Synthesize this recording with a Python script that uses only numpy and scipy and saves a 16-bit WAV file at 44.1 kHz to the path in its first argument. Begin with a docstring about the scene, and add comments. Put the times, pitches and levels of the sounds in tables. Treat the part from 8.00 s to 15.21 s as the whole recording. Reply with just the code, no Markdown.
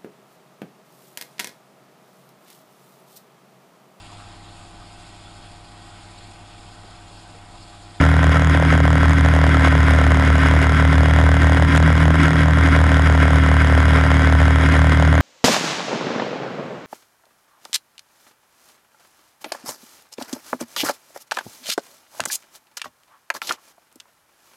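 """On an oval track, at the roll cage of a quarter midget race car lapping flat out.
The four-stroke single booms on its low orders and cracks once a cycle; at top revs it surges
about six times a second. Each surge swells the clatter of valve gear and drive in the metal casing.
In many surges the engine stumbles: a firing fails, and unburnt fuel may pop late in the pipe.
Wind and tyres rumble underneath."""
import sys
import numpy as np
from scipy import signal
from scipy.fft import rfft, irfft
from scipy.io import wavfile

SR = 44100
rng = np.random.default_rng(int(sys.argv[2]) if len(sys.argv) > 2 else 0)


def dump_mix(stems):
    """Bounce the given channels to the path in sys.argv[1] as a 16-bit WAV at rate SR."""
    frames = np.atleast_2d(stems).T  # one column per channel
    limited = np.clip(frames, -1, 1)  # hard clip at full scale
    pcm = np.round(limited * 32767).astype(np.int16)
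    wavfile.write(sys.argv[1], SR, pcm)


N = 317961
TIME = np.arange(N) / SR


# low orders of pipe and intake: firing_multiple, rms_db, db_per_firing_hz, db_per_shake_db, flutter_ratio
ENGINE_ORDERS = [(1, -57, 11, 3, 1.2), (2, -14, -0.8, -0.26, 0.17), (3, -25.5, -0.5, -0.5, 0.27),
                 (4, -21, 3, 0.43, 0.31), (5, -36, -3.5, -0.35, 0.45), (6, -50.5, 15.5, 0.5, 1.8),
                 (7, -25, 0.55, 0.68, 0.17), (8, -57.5, 2.5, 0, 6.6), (9, -63, 8.5, 0.8, 7.5),
                 (11, -50, -4, 1.5, 1.1)]
# brief dip of the deep boom: time_s, gain_db
BOOM_DIP = [(4.0, 0), (4.27, -1.5), (4.315, -8), (4.35, -1.5), (4.6, 0)]


def boom(cycles, firing_hz, shake_db, lag_rad=2.042, dispersion_rad=.59, flutter_hz=16):
    """Pipe and intake boom on the low orders; each flutters, and the crank sways as the drive shakes."""
    cycles = cycles - .00021 * shake_db + .0017 * wander(rate_hz=7.4)
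    dip_db = along(BOOM_DIP, TIME) + .51 * wander(rate_hz=8.9)
    excess_hz = firing_hz - firing_hz.mean()
    out = np.zeros(N)
    for order, rms_db, db_per_hz, db_per_shake_db, flutter_ratio in ENGINE_ORDERS:
        flutter = 1 + flutter_ratio * (wander(flutter_hz) + 1j * wander(flutter_hz)) / np.sqrt(2)
        phase_rad = 2 * np.pi * order * cycles - lag_rad * order + dispersion_rad * order ** 2
        level_db = rms_db + db_per_hz * excess_hz + db_per_shake_db * shake_db
        if order == 2:  # crank rate: the deep boom
            level_db += dip_db
        if order == 4:  # its octave swells as it dips
            level_db -= .31 * dip_db
        out += amp(level_db) * np.sqrt(2) * (flutter * np.exp(1j * phase_rad)).real
    return out


# pressure pulse spectrum: freq_hz, gain_db
PULSE_SPECTRUM = [(150, -21.5), (330, -7.5), (480, 1), (650, 1), (850, -4.5), (1050, 2), (1500, -4.5),
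                  (2050, 1), (2500, -20), (3400, -17), (4000, -30.5), (6700, -31.5), (9000, -43),
                  (15000, -68)]
# gas jet spectrum: freq_hz, gain_db
JET_SPECTRUM = [(200, -32), (550, 7), (850, 1), (1350, -18.5), (2050, -7), (2550, -14.5), (3300, -8.5),
                (4400, -17.5), (5900, -21), (6700, -13.5), (9100, -26.5), (10000, -19.5), (11800, -38.5),
                (14500, -39)]


def exhaust(firings_s, shake_db, pulse_db=-25, jet_db=-34, pop_db=-1, pop_delay_cycles=.52):
    """Each firing or late pop sends a pressure wave and a short jet of gas down the pipe."""
    jitter_s, suction_s, rebound_s = .00012, .00085, .0013
    firing_db, pops = combustion(firings_s, shake_db)
    pops_s = firings_s[:-1] + pop_delay_cycles * np.diff(firings_s)
    times_s = np.r_[firings_s + jitter_s * rng.standard_normal(len(firings_s)), pops_s]
    sizes = np.r_[amp(firing_db), amp(pop_db) * pops[:-1]]
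    push = clicks(times_s, sizes)
    # the push returns from the open end as suction, then rebounds
    wave = .5 * push - clicks(times_s + suction_s, sizes) + .5 * clicks(times_s + rebound_s, sizes)
    jet = decay(push, decay_s=.0013) * rng.standard_normal(N)
    return coloured(wave, PULSE_SPECTRUM, pulse_db) + coloured(jet, JET_SPECTRUM, jet_db)


# stumbles and hard shakes: start_s, missed_firings, shake_peak_db, pop_cycle
# pop_cycle: 0 = no pop, 1 = last missed cycle, 2 = the cycle that fires next, and so on
STUMBLE_EVENTS = [(.013, 0, 5, 3), (.217, 1, 1, 1), (.345, 0, 3.5, 2), (.523, 1, 3, 0), (.675, 2, 5, 2),
                  (.828, 1, 0, 0), (1.006, 1, 3.5, 4), (1.158, 1, 2.5, 0), (1.235, 1, -1, 1),
                  (1.312, 1, 1, 2), (1.518, 1, 4.5, 4), (1.655, 0, 5.5, 0), (1.7, 1, 3, 0),
                  (1.857, 1, 4, 4), (2.092, 1, 1.5, 1), (2.407, 1, 5, 0), (2.465, 0, 4.5, 5),
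                  (2.773, 1, 4, 0), (2.903, 1, 2, 2), (3.188, 0, 0, 2), (3.393, 1, 2, 2), (3.674, 3, 5, 2),
                  (3.852, 1, 3, 0), (4.13, 1, 1, 1), (4.181, 3, 6.5, 0), (4.382, 1, 4, 0), (4.56, 1, 1, 1),
                  (4.655, 0, 3.5, 2), (4.713, 2, 5, 1), (4.79, 0, -1, 2), (5.047, 1, 2.5, 1),
                  (5.215, 0, 3.5, 0), (5.41, 1, 0, 0), (5.594, 1, 4, 0), (5.968, 0, 4.5, 2),
                  (6.09, 1, 1.5, 1), (6.377, 1, 1, 2), (6.533, 1, -1, 0), (6.65, 0, 4.5, 0),
                  (6.715, 1, 6, 2), (7.102, 1, 0, 2)]


def combustion(firings_s, shake_db, miss_db=-15, catch_db=1, fade_db_per_db=.22, fade_lead_s=.02):
    """Firings fade as a surge builds, may fail, then catch harder; unburnt fuel pops in the pipe."""
    count = len(firings_s)
    fade_db = fade_db_per_db * np.interp(firings_s + fade_lead_s, TIME, shake_db)
    firing_db = .45 * rng.standard_normal(count) - fade_db
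    stray_pop_db = -23 + 12 * rng.standard_normal(count)
    pops = np.minimum(amp(stray_pop_db), .5)
    for start_s, missed, _, pop_cycle in STUMBLE_EVENTS:
        first = np.argmin(abs(firings_s - start_s))
        caught = first + missed
        if missed:
            firing_db[first:caught] = miss_db
            firing_db[caught] += catch_db
        if pop_cycle:
            pops[caught + pop_cycle - 2] = 1
    return firing_db, pops


def shake(firing_hz, surges_per_s=6.3, surge_db=2.5, build_db_per_s=99, settle_db_per_s=114):
    """Drive shake in dB: a surge peaks at each stumble, and evenly paced ones fill the gaps."""
    lag_s, lag_per_miss_s = .001, .016
    calm_db, calm_db_per_hz = -1, -2
    start_s, missed, stumble_db, _ = np.transpose(STUMBLE_EVENTS)
    peaks_s = start_s + lag_s + lag_per_miss_s * missed
    surges = list(zip(peaks_s, stumble_db))
    for from_s, to_s in zip(peaks_s, peaks_s[1:]):
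        steps = round((to_s - from_s) * surges_per_s)
        surges += [(peak_s, surge_db) for peak_s in np.linspace(from_s, to_s, steps + 1)[1:-1]]
    shake_db = calm_db + calm_db_per_hz * (firing_hz - firing_hz.mean())
    for peak_s, peak_db in surges:
        drop_db = np.maximum(build_db_per_s * (peak_s - TIME), settle_db_per_s * (TIME - peak_s))
        shake_db = np.maximum(shake_db, peak_db - drop_db)
    return shake_db + 1.1 * wander(rate_hz=46)


# broad casing response: freq_hz, gain_db
CASING_SPECTRUM = [(150, -30), (350, -10), (650, -2.5), (860, -13.5), (1250, -4.5), (1500, -2.5), (2080, 6),
                   (2600, -8.5), (3800, -12.5), (4400, -23), (7800, -28), (10800, -29), (11900, -56),
                   (14500, -58)]
# casing resonances and one notch: centre_hz, width_hz, gain_db
CASING_RINGS = [(1012, 210, 15), (1336, 128, 11), (1541, 193, 10.5), (2882, 66, 7.5), (3285, 64, 10.5),
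                (4860, 180, 12.5), (5410, 340, 8.5), (6520, 84, 13), (9150, 390, -16), (9200, 400, 9.5),
                (12300, 700, 12)]


def clatter(cycles, shake_db, knock_db=-28, rattle_db=-25.5, teeth=40, jitter_s=.00004):
    """Gear teeth knock in the same pattern every cycle, the chain rattles; both ring the casing."""
    cycle_starts = np.arange(-1, cycles[-1])[:, None]
    tooth_phases = (np.arange(teeth) + rng.random(teeth)) / teeth
    times_s = np.interp(cycle_starts + tooth_phases, cycles, TIME, left=-1, right=-1)
    times_s += jitter_s * rng.standard_normal(times_s.shape)
    sizes = rng.choice([-1, 1], teeth) * amp(2 * rng.standard_normal(times_s.shape))
    knocks = clicks(times_s.ravel(), sizes.ravel())
    rattle = grains(per_s=7000, spread_db=2)
    force = amp(1.15 * shake_db + .15 * along(VALVE_CYCLE, cycles % 1))  # harder while valves move
    gears = coloured(knocks * force, CASING_SPECTRUM, knock_db, CASING_RINGS)
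    chain = coloured(rattle * force, CASING_SPECTRUM, rattle_db, CASING_RINGS)
    return gears + chain


# hollow intake resonance: freq_hz, gain_db
AIRBOX_SPECTRUM = [(100, -38), (230, -6.5), (290, -7.5), (350, -12), (450, -23.5), (1000, -71.5),
                   (4000, -109)]


def intake(cycles, shake_db, level_db=-31, centre_cycles=.47, width_cycles=.19):
    """A hollow gulp of air once a cycle, louder as the drive shakes."""
    stroke = np.exp(-((cycles % 1 - centre_cycles) / width_cycles) ** 2)
    gulps = stroke * amp(1.6 * shake_db) * rng.standard_normal(N)
    return coloured(gulps, AIRBOX_SPECTRUM, level_db)


# valve train activity over one cycle: phase_cycles, gain_db
VALVE_CYCLE = [(0, -8), (.12, 6), (.2, -7), (.3, -5), (.37, 4), (.45, 10.5), (.53, -29), (.61, 4),
               (.72, -9), (.83, -1.5), (.91, 6), (1, -17)]
# valve tick spectrum: freq_hz, gain_db
TICK_SPECTRUM = [(1500, -25), (3400, 10), (4400, -4.5), (5000, 6.5), (6200, -11), (6700, -11), (8200, -3),
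                 (9200, -11.5), (10000, 0.5), (10900, -7.5), (11900, -27), (13800, -17), (15000, -47)]


def valves(cycles, shake_db, level_db=-44.5):
    """Bright ticking as the valves lift and seat."""
    force = amp(along(VALVE_CYCLE, cycles % 1) + shake_db)
    return coloured(grains(per_s=6000, spread_db=3) * force, TICK_SPECTRUM, level_db)


# hardest jolts to the frame: start_s, gain_db
JOLTS = [(1.683, 0), (1.906, 0), (3.752, 2), (3.761, 4), (3.772, 4), (3.776, 7), (4.232, 1), (6.723, 2)]
# loose metal spectrum: freq_hz, gain_db
CHATTER_SPECTRUM = [(400, -12), (1500, 0), (3300, -6), (5000, -13), (8000, -18), (10500, -18), (12000, -35),
                    (15000, -38)]


def chassis(gain_db=-41.5, decay_s=.0018):
    """Loose metal on the frame chatters briefly at each jolt."""
    start_s, jolt_db = np.transpose(JOLTS)
    envelope = decay(clicks(start_s, amp(jolt_db)), decay_s) * np.sqrt(SR * decay_s)
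    return envelope * coloured(rng.standard_normal(N), CHATTER_SPECTRUM, gain_db)


# metallic chirps: centre_s, pitch_hz, peak_db
METAL_CHIRPS = [(.37, 1320, -18), (.71, 1330, -18), (1.55, 1300, -17)]


def chirps(half_width_s=.0083, waver_hz=25):
    """Short, wavering metallic tones."""
    drift_hz = waver_hz * wander(rate_hz=54)
    out = np.zeros(N)
    for centre_s, pitch_hz, peak_db in METAL_CHIRPS:
        envelope = amp(peak_db) * np.exp(-((TIME - centre_s) / half_width_s) ** 2)
        out += envelope * np.sin(2 * np.pi * np.cumsum(pitch_hz + drift_hz) / SR)
    return out


# wind and tyre spectrum: freq_hz, gain_db
ROAD_SPECTRUM = [(10, -37), (25, -5), (55, 2), (75, -26), (92, 13), (115, -7.5), (200, -19), (310, -8.5),
                 (450, -10.5), (1000, -9.5), (4000, -48), (15000, -51)]


def road(shake_db, level_db=-32):
    """Wind and tyres rumble through the frame, swelling slightly with the shake."""
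    rumble = coloured(rng.standard_normal(N), ROAD_SPECTRUM)
    return amp(level_db) * unit(rumble * amp(.26 * shake_db))


def amp(db):
    """Decibels to gain."""
    return 10 ** (np.asarray(db) / 20)


def unit(x):
    """Scales to rms 1."""
    return x / np.sqrt(np.mean(abs(x) ** 2) + 1e-20)


def along(rows, at):
    """Linear interpolation of (position, value) rows."""
    return np.interp(at, *np.transpose(rows))


def wander(rate_hz):
    """Random drift of rms 1, up to about rate_hz."""
    freq_hz = np.fft.rfftfreq(N, 1 / SR)
    return unit(irfft(rfft(rng.standard_normal(N)) / (1 + (freq_hz / rate_hz) ** 4), N))


def coloured(x, spectrum, rms_db=0, rings=(), fft_size=4096):
    """Minimum-phase filter that rings after each click; output scaled to rms_db."""
    freq_hz = abs(np.fft.fftfreq(fft_size, 1 / SR))
    points_hz, points_db = np.transpose(spectrum)
    gain_db = np.interp(np.log(freq_hz + 1), np.log(points_hz), points_db)
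    for centre_hz, width_hz, ring_db in rings:
        gain_db += ring_db / (1 + (2 * (freq_hz - centre_hz) / width_hz) ** 2)
    log_response = np.conj(signal.hilbert(np.log(amp(gain_db))))
    impulse = np.fft.ifft(np.exp(log_response)).real[:fft_size // 2]
    return amp(rms_db) * unit(signal.oaconvolve(x, impulse)[:N])


def clicks(times_s, sizes):
    """Train of one-sample clicks."""
    train = np.zeros(N)
    inside = (times_s >= 0) & (times_s < TIME[-1])
    np.add.at(train, np.round(times_s[inside] * SR).astype(int), sizes[inside])
    return train


def decay(train, decay_s):
    """Gives each click an exponential tail."""
    return signal.lfilter([1], [1, -np.exp(-1 / (decay_s * SR))], train)


def grains(per_s, spread_db):
    """Random impacts of uneven size."""
    sizes = rng.standard_normal(N) * amp(spread_db * np.clip(rng.standard_normal(N), -2, 2))
    return sizes * (rng.random(N) < per_s / SR)


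# engine speed, climbing and sagging with the lap: time_s, firing_hz
ENGINE_SPEED = [(0, 39.21), (1.05, 39.37), (1.85, 38.14), (2.3, 38.13), (3, 38.57), (3.5, 39.13),
                (4.25, 39.75), (4.8, 39.01), (5.45, 38.21), (6.15, 38.315), (7.21, 38.87)]


def scene(first_firing_cycles=.517, pipe_delay_cycles=.053):
    """One crankshaft times the engine's gas and metal sounds, over the road rumble."""
    firing_hz = along(ENGINE_SPEED, TIME)
    shake_db = shake(firing_hz)
    cycles = np.cumsum(firing_hz) / SR - first_firing_cycles
    firings_s = np.interp(np.arange(0, cycles[-1]), cycles, TIME)
    low_orders = boom(cycles - pipe_delay_cycles, firing_hz, shake_db)
    gas = low_orders + exhaust(firings_s, shake_db) + intake(cycles, shake_db)
    metal = clatter(cycles, shake_db) + valves(cycles, shake_db) + chassis() + chirps()
    return (gas + metal + road(shake_db))[None]


def record(dry, cutoff_hz=14900):
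    """Steep low-pass on the top treble."""
    lowpass = signal.firwin(301, cutoff_hz, window=("kaiser", 9), fs=SR)
    return signal.oaconvolve(dry, lowpass[None], "same")


dry = scene()
out = record(dry)
dump_mix(out)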